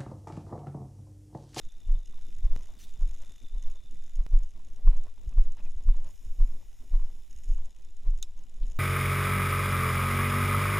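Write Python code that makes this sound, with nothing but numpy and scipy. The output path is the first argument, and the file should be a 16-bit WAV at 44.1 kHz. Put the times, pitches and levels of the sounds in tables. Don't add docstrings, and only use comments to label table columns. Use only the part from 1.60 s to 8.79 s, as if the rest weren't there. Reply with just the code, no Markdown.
import sys
import numpy as np
from scipy import signal
from scipy.fft import rfft, irfft, next_fast_len
from scipy.io import wavfile

SR = 44100
rng = np.random.default_rng(int(sys.argv[2]) if len(sys.argv) > 2 else 0)


def to_wav(sig):
    pcm = np.clip(np.atleast_2d(sig), -1, 1) * 32767
    pcm = np.round(pcm).astype(np.int16)
    wavfile.write(sys.argv[1], SR, pcm.T)


N = 317079
TIME = np.arange(N) / SR
AROUND = np.arange(-SR // 4, SR // 2) / SR

FLOOR_COLOUR = [(100, 2.5), (400, -7.5), (800, -4.5), (1400, -19), (2900, -10.5), (4400, -15),
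                (6000, -18.5), (7800, -15), (12500, -21), (15000, -34), (15600, -49.5)]
HISS_COLOUR = [(1500, -11), (3000, -6), (4500, -22), (5300, -4), (6100, -10), (6700, 0.5), (7600, -10),
               (8050, -6), (8700, -11), (9300, -5), (9850, -13), (10400, -2.5), (11300, -12.5), (12200, -5),
               (12950, -4.5), (13500, -21), (14000, -5), (15100, -12), (15600, -39)]
RUSTLE_COLOUR = [(600, -30.5), (1300, 1.5), (2000, -1.5), (3400, 2.5), (4400, -10), (5300, -2.5),
                 (7000, 0.5), (9500, -10), (11500, -3.5), (13000, -13), (16000, -47)]
WASH_COLOUR = [(1500, -24), (3600, 4), (4400, -8), (5300, 1), (6500, -8), (7700, 1), (8200, -5),
               (10000, -11), (14500, -14), (16000, -20)]
RUB_COLOUR = [(30, -5.5), (70, 6), (120, 1.5), (200, 1), (320, -3.5), (480, -9), (700, -39.5), (2000, -37)]
SCUFF_COLOUR = [(200, -14.5), (450, -2.5), (650, 3.5), (820, -2.5), (1080, -2), (1320, -12.5), (2000, -15),
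                (3600, -20), (4600, -21.5), (9000, -48)]
GRIT_COLOUR = [(900, 0), (1300, -0.5), (2400, -1.5), (3400, -5.5), (5000, -15)]
SWAY_COLOUR = [(4, -4), (9, 5), (16, -11.5), (28, -19), (45, -29), (70, -34.5), (120, -62), (250, -85)]
TREMBLE_COLOUR = [(30, -12), (52, -0.5), (75, 1), (120, -25.5), (250, -63)]

# time in seconds, level in dB.
RING_LEVEL = [(0, -74), (1.1, -78), (1.27, -73.5), (1.5, -79), (1.8, -71), (2.1, -74.5), (2.47, -77),
              (2.65, -85.5), (7.19, -85.5)]
# centre in seconds, half length in seconds, level in dB before the
ARM_MOVES = [(0.03, 0.03, -70), (0.7, 0.18, -70.5), (1.04, 0.1, -68), (1.6, 0.26, -67.5),
             (2.06, 0.039, -67), (2.47, 0.076, -70), (5.92, 0.052, -105), (7.13, 0.05, -73)]
# start in seconds, length in seconds, level in dB, centre in Hz,
# spread in octaves.
SLEEVE_BRUSHES = [(1.181, 0.07, -58.5, 4000, 1.35), (1.21, 0.09, -59, 4400, 1.25),
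                  (1.262, 0.1, -66, 3700, 1.1), (1.187, 0.1, -63, 5950, 0.035),
                  (1.218, 0.07, -61, 3600, 0.06), (3.972, 0.05, -63, 1800, 0.9),
                  (7.024, 0.034, -61.5, 3250, 0.44)]

# peak in seconds, level in dB before the tick trim.
SET_TICKS = [(0.043, -59.7), (0.0522, -55.5), (0.1215, -54.5), (0.1809, -62), (0.205, -55), (0.276, -55),
             (0.321, -52.5), (0.3906, -58.5), (0.459, -48.5), (0.4748, -55), (0.5116, -62), (0.622, -55),
             (0.6845, -57.9), (0.751, -53.6), (0.7853, -56), (0.956, -58.0), (1.024, -59), (1.033, -51),
             (1.0572, -55), (1.12, -64), (1.2034, -56), (1.2843, -59), (1.3395, -56), (1.421, -54.5),
             (1.4774, -53), (1.489, -54), (1.5115, -50.5), (1.544, -51.5), (1.5741, -56.4), (1.591, -56),
             (1.6201, -50.5), (1.6672, -57.0), (1.6819, -61), (1.6966, -64), (1.7212, -51.5), (1.7628, -55),
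             (1.8288, -54.5), (1.888, -64), (1.9821, -55), (2.027, -49), (2.072, -60), (2.101, -56),
             (2.115, -55), (2.1575, -57), (2.2375, -58), (2.312, -55.5), (2.3707, -60), (2.4173, -64),
             (2.4385, -55), (2.472, -62), (2.5091, -57), (2.556, -53), (2.56, -51.5), (2.5698, -58),
             (2.6378, -57.2), (2.7077, -60), (2.7897, -52.5), (2.8349, -51), (2.8475, -58.8),
             (2.908, -55.8), (3.049, -54), (3.1628, -54.5), (3.2978, -57), (3.3692, -52), (3.379, -52),
             (3.4387, -55), (3.693, -52.5), (3.8393, -56), (3.922, -49.5), (3.9695, -57), (4.038, -59),
             (4.0532, -54.2), (4.109, -54), (4.1193, -54.5), (4.1793, -60), (4.2383, -54.5), (4.3692, -55),
             (4.4462, -50.5), (4.47, -56), (4.5082, -52.5), (4.5775, -62), (4.65, -54), (4.67, -63),
             (4.8254, -65), (4.8759, -60.1), (5.297, -62), (5.7107, -52.5), (5.7293, -54.2),
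             (5.7633, -50.5), (5.777, -55), (5.7886, -55), (5.8368, -52), (5.8428, -51.5), (5.8578, -56),
             (5.89, -53), (5.8966, -54.5), (5.909, -60), (5.9178, -56), (5.9375, -54.3), (5.9467, -55),
             (5.9809, -57), (6.0486, -55), (6.058, -54), (6.1076, -54.6), (6.164, -58), (6.1878, -59.8),
             (6.249, -56), (6.308, -61), (6.3685, -54.5), (6.5082, -54.5), (6.5776, -51.5), (6.5878, -53),
             (6.7087, -64), (6.7776, -55), (6.8377, -58), (6.897, -54.3), (6.968, -60), (7.0576, -57.8),
             (7.067, -54), (7.081, -53), (7.1005, -57), (7.1134, -54), (7.1199, -50.5), (7.157, -56.9),
             (7.168, -55)]
# time in seconds, ticks per second.
TICK_RATE = [(0, 12.2), (1.3, 15.5), (1.6, 22.5), (2.6, 10.4), (3.1, 9.1), (4.4, 17.7), (4.7, 2.2),
             (5.6, 2.3), (5.9, 42.6), (6.25, 7.6), (6.9, 8), (7.1, 44)]
# frequency in Hz, relative level in dB.
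TICK_MODES = [(2000, -14.5), (2900, -6.5), (3600, -12.5), (5400, -8.5), (6700, 0.5), (8300, -8), (9300, -9),
              (10700, -9), (12200, -23)]
# offset from its peak in seconds, relative level in dB.
TICK_CONTACTS = [(-.0025, -9), (0, 0), (.0018, -9)]

# start in seconds, height in dB.
CLICKS = [(0.9631, -32.5), (2.6649, -35.5)]
# start in seconds, gain in dB, gain of the high modes on the low in dB.
SNAP_CONTACTS = [(6.6262, -52, -5), (6.6267, -38, 13), (6.6281, -24.5, -14), (6.6346, -47, -14),
                 (6.6385, -49, -4)]
# frequency in Hz, relative level in dB, t60 in seconds.
SNAP_LOW_MODES = [(890, -31, 0.016), (1380, -27, 0.014), (2530, -30, 0.045), (3100, -25, 0.013),
                  (3620, -12.5, 0.023), (3736, -9, 0.018), (3960, -26, 0.022)]
SNAP_HIGH_MODES = [(5460, -35, 0.036), (5760, -30, 0.042), (6590, 2, 0.0054), (7100, -20, 0.014),
                   (8700, -6.5, 0.0052), (9450, -18, 0.012), (11160, -14, 0.0066), (13100, -12, 0.0044),
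                   (15100, -18, .005)]

# start in seconds, gain in dB, pitch in Hz.
TAPS = [(0.853, -60, 2200), (0.857, -57, 2900), (0.914, -58, 2100), (0.918, -54, 2700),
        (3.378, -56.5, 2700), (3.727, -57, 2600), (3.986, -66, 2600), (4.005, -52, 2650),
        (4.031, -67, 2400), (4.052, -52, 2700), (4.064, -53.5, 2480), (4.107, -61, 2600)]
# multiple of the tap's pitch, relative level in dB, t60 in seconds.
TAP_MODES = [(1, -2, 0.02), (1.19, -3, 0.0063)]
# start in seconds, gain in dB, pitch factor.
KNOCKS = [(0.354, -63, 0.96), (0.536, -58.5, 1), (0.585, -59, 0.85), (0.913, -56, 0.9), (0.982, -67, .98),
          (1.007, -59, 0.94), (1.089, -61, 0.91), (1.411, -57, 0.96), (1.421, -61, 1.2), (2.161, -62, 0.95),
          (2.731, -59, 1.1), (2.770, -56, 1.1), (2.803, -58, 0.9), (2.998, -60, .92), (3.274, -43, 1),
          (3.278, -55, 1.4), (3.332, -53, 0.96), (3.365, -59, 0.94), (3.482, -56.5, 1.04),
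          (3.578, -60.5, 0.87), (3.726, -61, 1.1), (3.777, -53, 1.04), (3.858, -61.5, 1.1),
          (3.971, -55.5, 0.87), (4.287, -47, 1), (4.345, -54, 0.88), (4.493, -60, 0.94), (4.818, -62, 1.1),
          (5.028, -61.5, 0.82), (5.339, -51.5, 1), (5.396, -54, 0.97), (5.418, -58, 1), (5.985, -55, 0.92),
          (6.462, -58.5, 0.94), (6.536, -60, 1), (6.781, -63, 0.89)]
# frequency in Hz at pitch factor 1, relative level in dB, t60 in seconds.
KNOCK_MODES = [(700, -23, 0.0064), (1068, 3, 0.02), (1390, 1, 0.0028), (2450, -7, 0.012)]

# crest in seconds, scuff in dB, strap rub on the scuff in dB.
BODY_SHIFTS = [(0.06, -79, 12), (0.22, -85, 5), (0.5, -79.5, 11), (0.6, -78, 6), (0.68, -80, 15),
               (0.77, -85, 3), (0.925, -63.5, -0.5), (0.99, -75, 10), (1.1, -67, -11), (1.16, -76, 10),
               (1.26, -75, 3), (1.36, -73.5, 5), (1.52, -76, 10.5), (1.7, -71, 5), (1.84, -75.5, 13),
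               (2.24, -89, 12), (2.33, -79, 15), (2.45, -89, 14), (2.6, -63, 1), (3.08, -77, 8),
               (3.19, -66, 3.5), (3.258, -69, 10.5), (3.309, -61, -9), (3.63, -73.5, 7), (3.72, -68.5, 1.5),
               (3.87, -81, 6), (4.06, -66.5, 5), (4.2, -67, -2), (4.65, -74, 9.5), (4.95, -71, 7),
               (5.02, -81, 4), (5.23, -74.5, 6.5), (5.58, -75, -6), (6.2, -81, 5), (6.26, -80, 10),
               (6.42, -78, 1), (6.8, -71.5, 7.5), (6.96, -78.5, 9), (7.04, -75, 14)]
# centre in seconds, half length in seconds, depth in dB.
LULLS = [(0.107, 0.02, -20), (0.442, 0.018, -12.5), (1.79, 0.016, -14), (1.889, 0.023, -14.5),
         (2.19, 0.023, -2.5), (2.91, 0.042, -6), (3.01, 0.017, -0.5), (3.554, 0.02, -11.5),
         (4.02, 0.01, -6), (4.578, 0.019, -17), (5.118, 0.032, -7), (5.17, 0.019, -24), (5.666, 0.031, -10),
         (6.132, 0.026, -14), (6.35, 0.047, -7), (6.602, .03, -1), (6.735, 0.023, -5)]
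# crest in seconds, thump in dB, swing in Hz, rise in seconds, fall in seconds, shudder in dB.
OTHER_THUMPS = [(0.8, -41, 24, 0.0077, 0.015, -34.5), (0.923, -12, 11.5, 0.018, 0.021, -39),
                (2.098, -30.5, 23, 0.011, 0.0093, -40.5), (2.599, -15.5, 22.7, 0.019, 0.017, -27),
                (3.679, -22.5, 28, 0.003, 0.0079, -42), (4.041, -20, 10, 0.017, 0.067, -52),
                (4.168, -33, 49, 0.01, 0.0042, -45), (4.684, -26, 15.6, 0.038, 0.086, -32.5),
                (5.771, -51, 12, .015, 0.032, -36)]
# heel crest in seconds, heel thump in dB, fall in seconds, shudder lead in seconds,
# heel shudder in dB, heel scuff in dB, sole delay in seconds, sole roll in dB, sole shudder in dB,
# sole scuff in dB, toe delay in seconds, toe scuff in dB, pitch of the mount in Hz.
STEPS = [(0.302, -14.5, 0.042, 0.039, -31.5, -67.5, 0.046, -42, -32, -66, 0.26, -73, 60.3),
         (0.86, -13.5, 0.0072, 0.026, -28, -62, 0.12, -27.5, -37.5, -66.5, 0.18, -69, 57.5),
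         (1.43, -15.5, 0.028, 0.043, -30.5, -65, 0.07, -26.5, -36.5, -75, 0.2, -64.5, 53),
         (1.962, -21, 0.018, 0.029, -34, -69, .11, -18, -53, -65.5, 0.19, -68, 61),
         (2.748, -9.5, 0.028, 0.027, -26, -62, 0.086, -25, -32.5, -70.5, 0.22, -67, 52.7),
         (3.284, -5.5, 0.016, 0.04, -26.5, -66.5, 0.097, -15.5, -32.5, -67, 0.18, -62, 55.3),
         (3.793, -8, 0.016, 0.028, -21.5, -63, 0.0798, -17, -41, -66, 0.21, -63, 56.5),
         (4.295, -8.5, 0.018, 0.044, -24, -64, 0.0894, -15.5, -37.5, -64.5, .17, -60.5, 56),
         (4.82, -10, 0.02, 0.0308, -28.5, -60, 0.093, -19, -42, -69, 0.195, -73, 52),
         (5.348, -12.5, 0.029, .041, -32, -60.5, 0.096, -19, -37.5, -66.5, .15, -70.5, 56.3),
         (5.908, -15, 0.025, 0.04, -37, -65.5, 0.094, -23, -37, -69.5, 0.16, -68, 66),
         (6.481, -16, 0.043, 0.017, -31, -64, 0.097, -29, -38, -76, 0.21, -79, 56.4),
         (7.022, -20.5, 0.039, 0.021, -35.5, -70, 0.081, -31.5, -36, -69.5, 0.16, -64.5, 58.8)]
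# multiple of its pitch, relative level in dB, t60 in seconds.
SHUDDER_MODES = [(1, 2, 0.19), (1.36, -3.5, 0.12), (1.92, -10.5, 0.069)]
# frequency in Hz, width in Hz, lift in dB.
CASE_RESONANCES = [(1017, 39, 3), (1395, 24, 4), (1964, 123, 5.5), (2430, 120, 4), (2924, 48, 6),
                   (3660, 230, 2.5), (3970, 146, 4.5), (5226, 330, 7), (5960, 88, 7), (6540, 400, 4),
                   (7065, 125, 7), (10680, 116, 4), (11400, 1000, 1)]


def amp(db):
    return 10 ** (np.asarray(db) / 20)


def unit(x):
    return x / np.sqrt(np.mean(x ** 2) + 1e-20)


def add(mix, s, sound):
    start = round(s * SR)
    sound = sound[max(-start, 0):]
    part = mix[max(start, 0):][:len(sound)]
    part += sound[:len(part)]


def colour(x, points):
    hz, db = np.transpose(points)
    size = next_fast_len(N + SR // 2, real=True)
    f = np.fft.rfftfreq(size, 1 / SR)
    gain = amp(np.interp(np.log(f + 1), np.log(hz + 1), db))
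    return irfft(rfft(x, size) * gain, size)[:N]


def noise(points):
    return unit(colour(rng.standard_normal(N), points))


def narrow(hz, width_hz):
    away = np.linspace(-8, 8, 65)
    return noise(np.c_[abs(hz + width_hz * away), -40 * np.log10(1 + away ** 2)])


def flutter(rate, depth_db):
    knots = rng.standard_normal(N)
    return unit(amp(depth_db * np.interp(TIME * rate, np.arange(N), knots)))


def pulses(per_s, uneven, length, spread_db):
    chance = rng.standard_normal((900, 2))
    times = np.cumsum(np.exp(uneven * chance[:, 0])) / per_s
    sizes = amp(spread_db * chance[:, 1].clip(-2, 1.5))
    gate = np.zeros(N)
    for s, size in zip(times, sizes):
        add(gate, s, size * np.hanning(max(int(length * SR), 8)))
    return unit(gate)


def grains(per_s, spread_db):
    size = amp(spread_db * np.minimum(rng.exponential(1, N), 3))
    return size * rng.choice([-1, 1], N) * (rng.random(N) < per_s / SR)


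def swell(rise, fall):
    shape = 2 / (np.exp(-AROUND / rise) + np.exp(AROUND / fall))
    return signal.windows.tukey(len(AROUND), .25) * shape


def bell(s, half):
    return np.exp(-((TIME - s) / half) ** 2)


def struck(modes, contact):
    t = TIME[:SR // 4]
    ring = sum(amp(db) * np.exp(-np.log(1000) * t / t60) * np.sin(2 * np.pi * hz * t)
               for hz, db, t60 in modes)
    return ring * (1 - np.exp(-(t / contact) ** 2))


def quiet_floor(floor_db=-74):
    return amp(floor_db) * noise(FLOOR_COLOUR)


def thin_ring():
    line = amp(-2) * narrow(3558, 22)
    halo = amp(-5) * narrow(3620, 120)
    upper = amp(-11) * narrow(3830, 120)
    throb = unit(.7 + pulses(per_s=63, uneven=.1, length=.011, spread_db=1.5))
    level = amp(np.interp(TIME, *np.transpose(RING_LEVEL)))
    return level * throb * (line + halo + upper)


def passing_hiss(start_s=4.46, end_s=6.16, attack_s=0.018, release_s=0.24, start_db=-72, sag_db_per_s=3):
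    age = TIME - start_s
    gate = np.clip(np.minimum(age / attack_s, (end_s - TIME) / release_s), 0, 1)
    return gate * amp(start_db - sag_db_per_s * age) * noise(HISS_COLOUR)


def rustle(still_db=-74.5, between=0.77, trim_db=-2.5):
    slips = pulses(per_s=58, uneven=.25, length=.0045, spread_db=2)
    power = amp(still_db) ** 2 + sum(amp(db) ** 2 * bell(s, half) for s, half, db in ARM_MOVES)
    return amp(trim_db) * np.sqrt(power) * unit(slips + between) * noise(RUSTLE_COLOUR)


def brushes():
    out = np.zeros(N)
    f = np.geomspace(200, 16000, 300)
    weave = flutter(rate=260, depth_db=2.5)
    for s, length, db, hz, spread in SLEEVE_BRUSHES:
        u = np.linspace(0, 1, int(length * SR))
        stroke = np.sin(np.pi * np.sqrt(u)) ** 2.8
        band = noise(np.c_[f, -4.3 * (np.log2(f / hz) / spread) ** 2])
        add(out, s, amp(db) * stroke * (weave * band)[:len(u)])
    return out


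def random_ticks(middle_db=-63, spread_db=7):
    chance = rng.random((400, 2))
    due = np.cumsum(np.interp(TIME, *np.transpose(TICK_RATE))) / SR
    turns = np.arange(len(chance)) + chance[:, 0]
    times = np.interp(turns, due, TIME)
    levels = middle_db + spread_db * (2 * chance[:, 1] - 1)
    return np.c_[times, levels][turns < due[-1]]


def ticks(trim_db=-5, half_s=0.0007, spread_db=2.5, detune=.025):
    events = [*SET_TICKS, *random_ticks()]
    t = np.arange(-SR // 400, SR // 400) / SR
    envelope = np.exp(-(t / half_s) ** 2)
    hz, mode_db = np.transpose(TICK_MODES)[:, :, None]
    out = np.zeros(N)
    draws = rng.standard_normal((600, len(TICK_CONTACTS), 3, len(TICK_MODES), 1))
    for (s, db), draw in zip(events, draws):
        for (later, contact_db), (size, tune, phase) in zip(TICK_CONTACTS, draw):
            tones = np.cos(2 * np.pi * (hz * (1 + detune * tune) * t + phase))
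            ring = (amp(mode_db + spread_db * size) * tones).sum(0)
            add(out, s + later + t[0], amp(db + contact_db + trim_db) * envelope * ring)
    return out


def clicks(fall_s=0.023):
    out = np.zeros(N)
    for s, db in CLICKS:
        add(out, s, amp(db) * np.exp(-TIME[:SR // 4] / fall_s))
    return out


def snap(wash_db=-50.5, wash_t60_s=0.073):
    out = np.zeros(N)
    low = struck(SNAP_LOW_MODES, contact=0.00046)
    high = struck(SNAP_HIGH_MODES, contact=0.00029)
    for s, db, high_db in SNAP_CONTACTS:
        add(out, s, amp(db) * (low + amp(high_db) * high))
    wash = np.exp(-np.log(1000) * TIME / wash_t60_s) * noise(WASH_COLOUR)
    add(out, SNAP_CONTACTS[1][0], amp(wash_db) * wash)
    return out


def knocks_and_taps():
    out = np.zeros(N)
    for s, db, pitch in KNOCKS:
        add(out, s, amp(db) * struck(np.multiply(KNOCK_MODES, [pitch, 1, 1]), contact=0.0002))
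    for s, db, hz in TAPS:
        add(out, s, amp(db) * struck(np.multiply(TAP_MODES, [hz, 1, 1]), contact=0.00036))
    return out


def stride(strap_db=-70.5, legs_db=-80.5):
    # delay of its crest (s), rise (s), fall (s), strap rub on the scuff (dB)
    heel = (-.013, .011, 0.026, 2)
    sole = (-0.008, .022, 0.036, 1)
    toe = (-.002, .016, .018, .5)
    strokes = [(s, db, (0, 0.015, 0.022, rub_db)) for s, db, rub_db in BODY_SHIFTS]
    for s, _, _, _, _, heel_db, sole_later, _, _, sole_db, toe_later, toe_db, _ in STEPS:
        strokes += [(s, heel_db, heel), (s + sole_later, sole_db, sole), (s + toe_later, toe_db, toe)]
    rub, scuff = np.zeros((2, N))
    for s, db, (delay, rise, fall, rub_db) in strokes:
        power = (amp(db) * swell(rise, fall)) ** 2
        add(scuff, s + delay + AROUND[0], power)
        add(rub, s + delay + AROUND[0], amp(rub_db) ** 2 * power)
    ease = amp(sum(db * bell(s, half) for s, half, db in LULLS))
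    return ease * np.sqrt(rub + amp(strap_db) ** 2), ease * np.sqrt(scuff + amp(legs_db) ** 2), ease


def grit(grit_db=-61.5):
    weight = np.zeros(N)
    for s, db, *_ in STEPS:
        add(weight, s - 0.013 + AROUND[0], amp(db) * swell(0.0026, 0.036))
        add(weight, s + 0.065 + AROUND[0], amp(db - 9) * swell(.012, .025))
    return amp(grit_db) * weight * unit(colour(grains(per_s=650, spread_db=3.5), GRIT_COLOUR))


def scuffs(rub, scuff, rub_db=3, scuff_db=-1.0, sand_db=-13):
    lumps = flutter(rate=30, depth_db=2.2)
    grain = flutter(rate=300, depth_db=2.5)
    sand = unit(colour(grains(per_s=220, spread_db=3), SCUFF_COLOUR))
    strap = amp(rub_db) * rub * noise(RUB_COLOUR) * lumps
    return strap + scuff * (amp(scuff_db) * grain * noise(SCUFF_COLOUR) + amp(sand_db) * sand)


def sway(rub, ease, sway_db=-32.5, tremble_db=3):
    return amp(sway_db) * ease * noise(SWAY_COLOUR) + amp(tremble_db) * rub * noise(TREMBLE_COLOUR)


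def thumps(heel_hz=23.47, heel_rise_s=0.015, roll_hz=10.88, roll_rise_s=0.041, roll_fall_s=0.038,
           shudder_lead_s=0.02124, other_shudder_hz=53.6):
    jolts = [(*thump, shudder_lead_s, other_shudder_hz) for thump in OTHER_THUMPS]
    for (s, heel_db, fall, lead, heel_shudder_db, _,
         later, roll_db, sole_shudder_db, *_, mount_hz) in STEPS:
        jolts.append((s, heel_db, heel_hz, heel_rise_s, fall, heel_shudder_db, lead, mount_hz))
        jolts.append((s + later, roll_db, roll_hz, roll_rise_s, roll_fall_s,
                      sole_shudder_db, shudder_lead_s, mount_hz))
    out = np.zeros(N)
    for s, db, hz, rise, fall, shudder_db, lead, mount_hz in jolts:
        swing = swell(rise, fall) * np.cos(2 * np.pi * hz * AROUND)
        shudder = struck(np.multiply(SHUDDER_MODES, [mount_hz, 1, 1]), contact=0.011)
        add(out, s + AROUND[0], amp(db) * swing)
        add(out, s - lead, amp(shudder_db) * shudder)
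    return out


def case(x):
    for hz, width, db in CASE_RESONANCES:
        x = x + (amp(db) - 1) * signal.lfilter(*signal.iirpeak(hz, hz / width, SR), x)
    return x


def scene():
    rub, scuff, ease = stride()
    inside = quiet_floor() + thin_ring() + passing_hiss() + rustle() + ticks() + clicks() + snap()
    inside += knocks_and_taps() + grit() + scuffs(rub, scuff) + sway(rub, ease) + thumps()
    mid = case(inside) + brushes()
    side = amp(-15.5) * rub * noise(RUB_COLOUR) + amp(-40) * scuff * noise(SCUFF_COLOUR)
    side += amp(-51.5) * noise(SWAY_COLOUR) + amp(-95.5) * noise(FLOOR_COLOUR)
    return np.array([mid + side, mid - side])


def record(dry, edge_hz=16000):
    lowpass = signal.firwin(511, edge_hz, window=("kaiser", 9), fs=SR)
    return signal.oaconvolve(dry, lowpass[None], "same")


dry = scene()
out = record(dry)
to_wav(out)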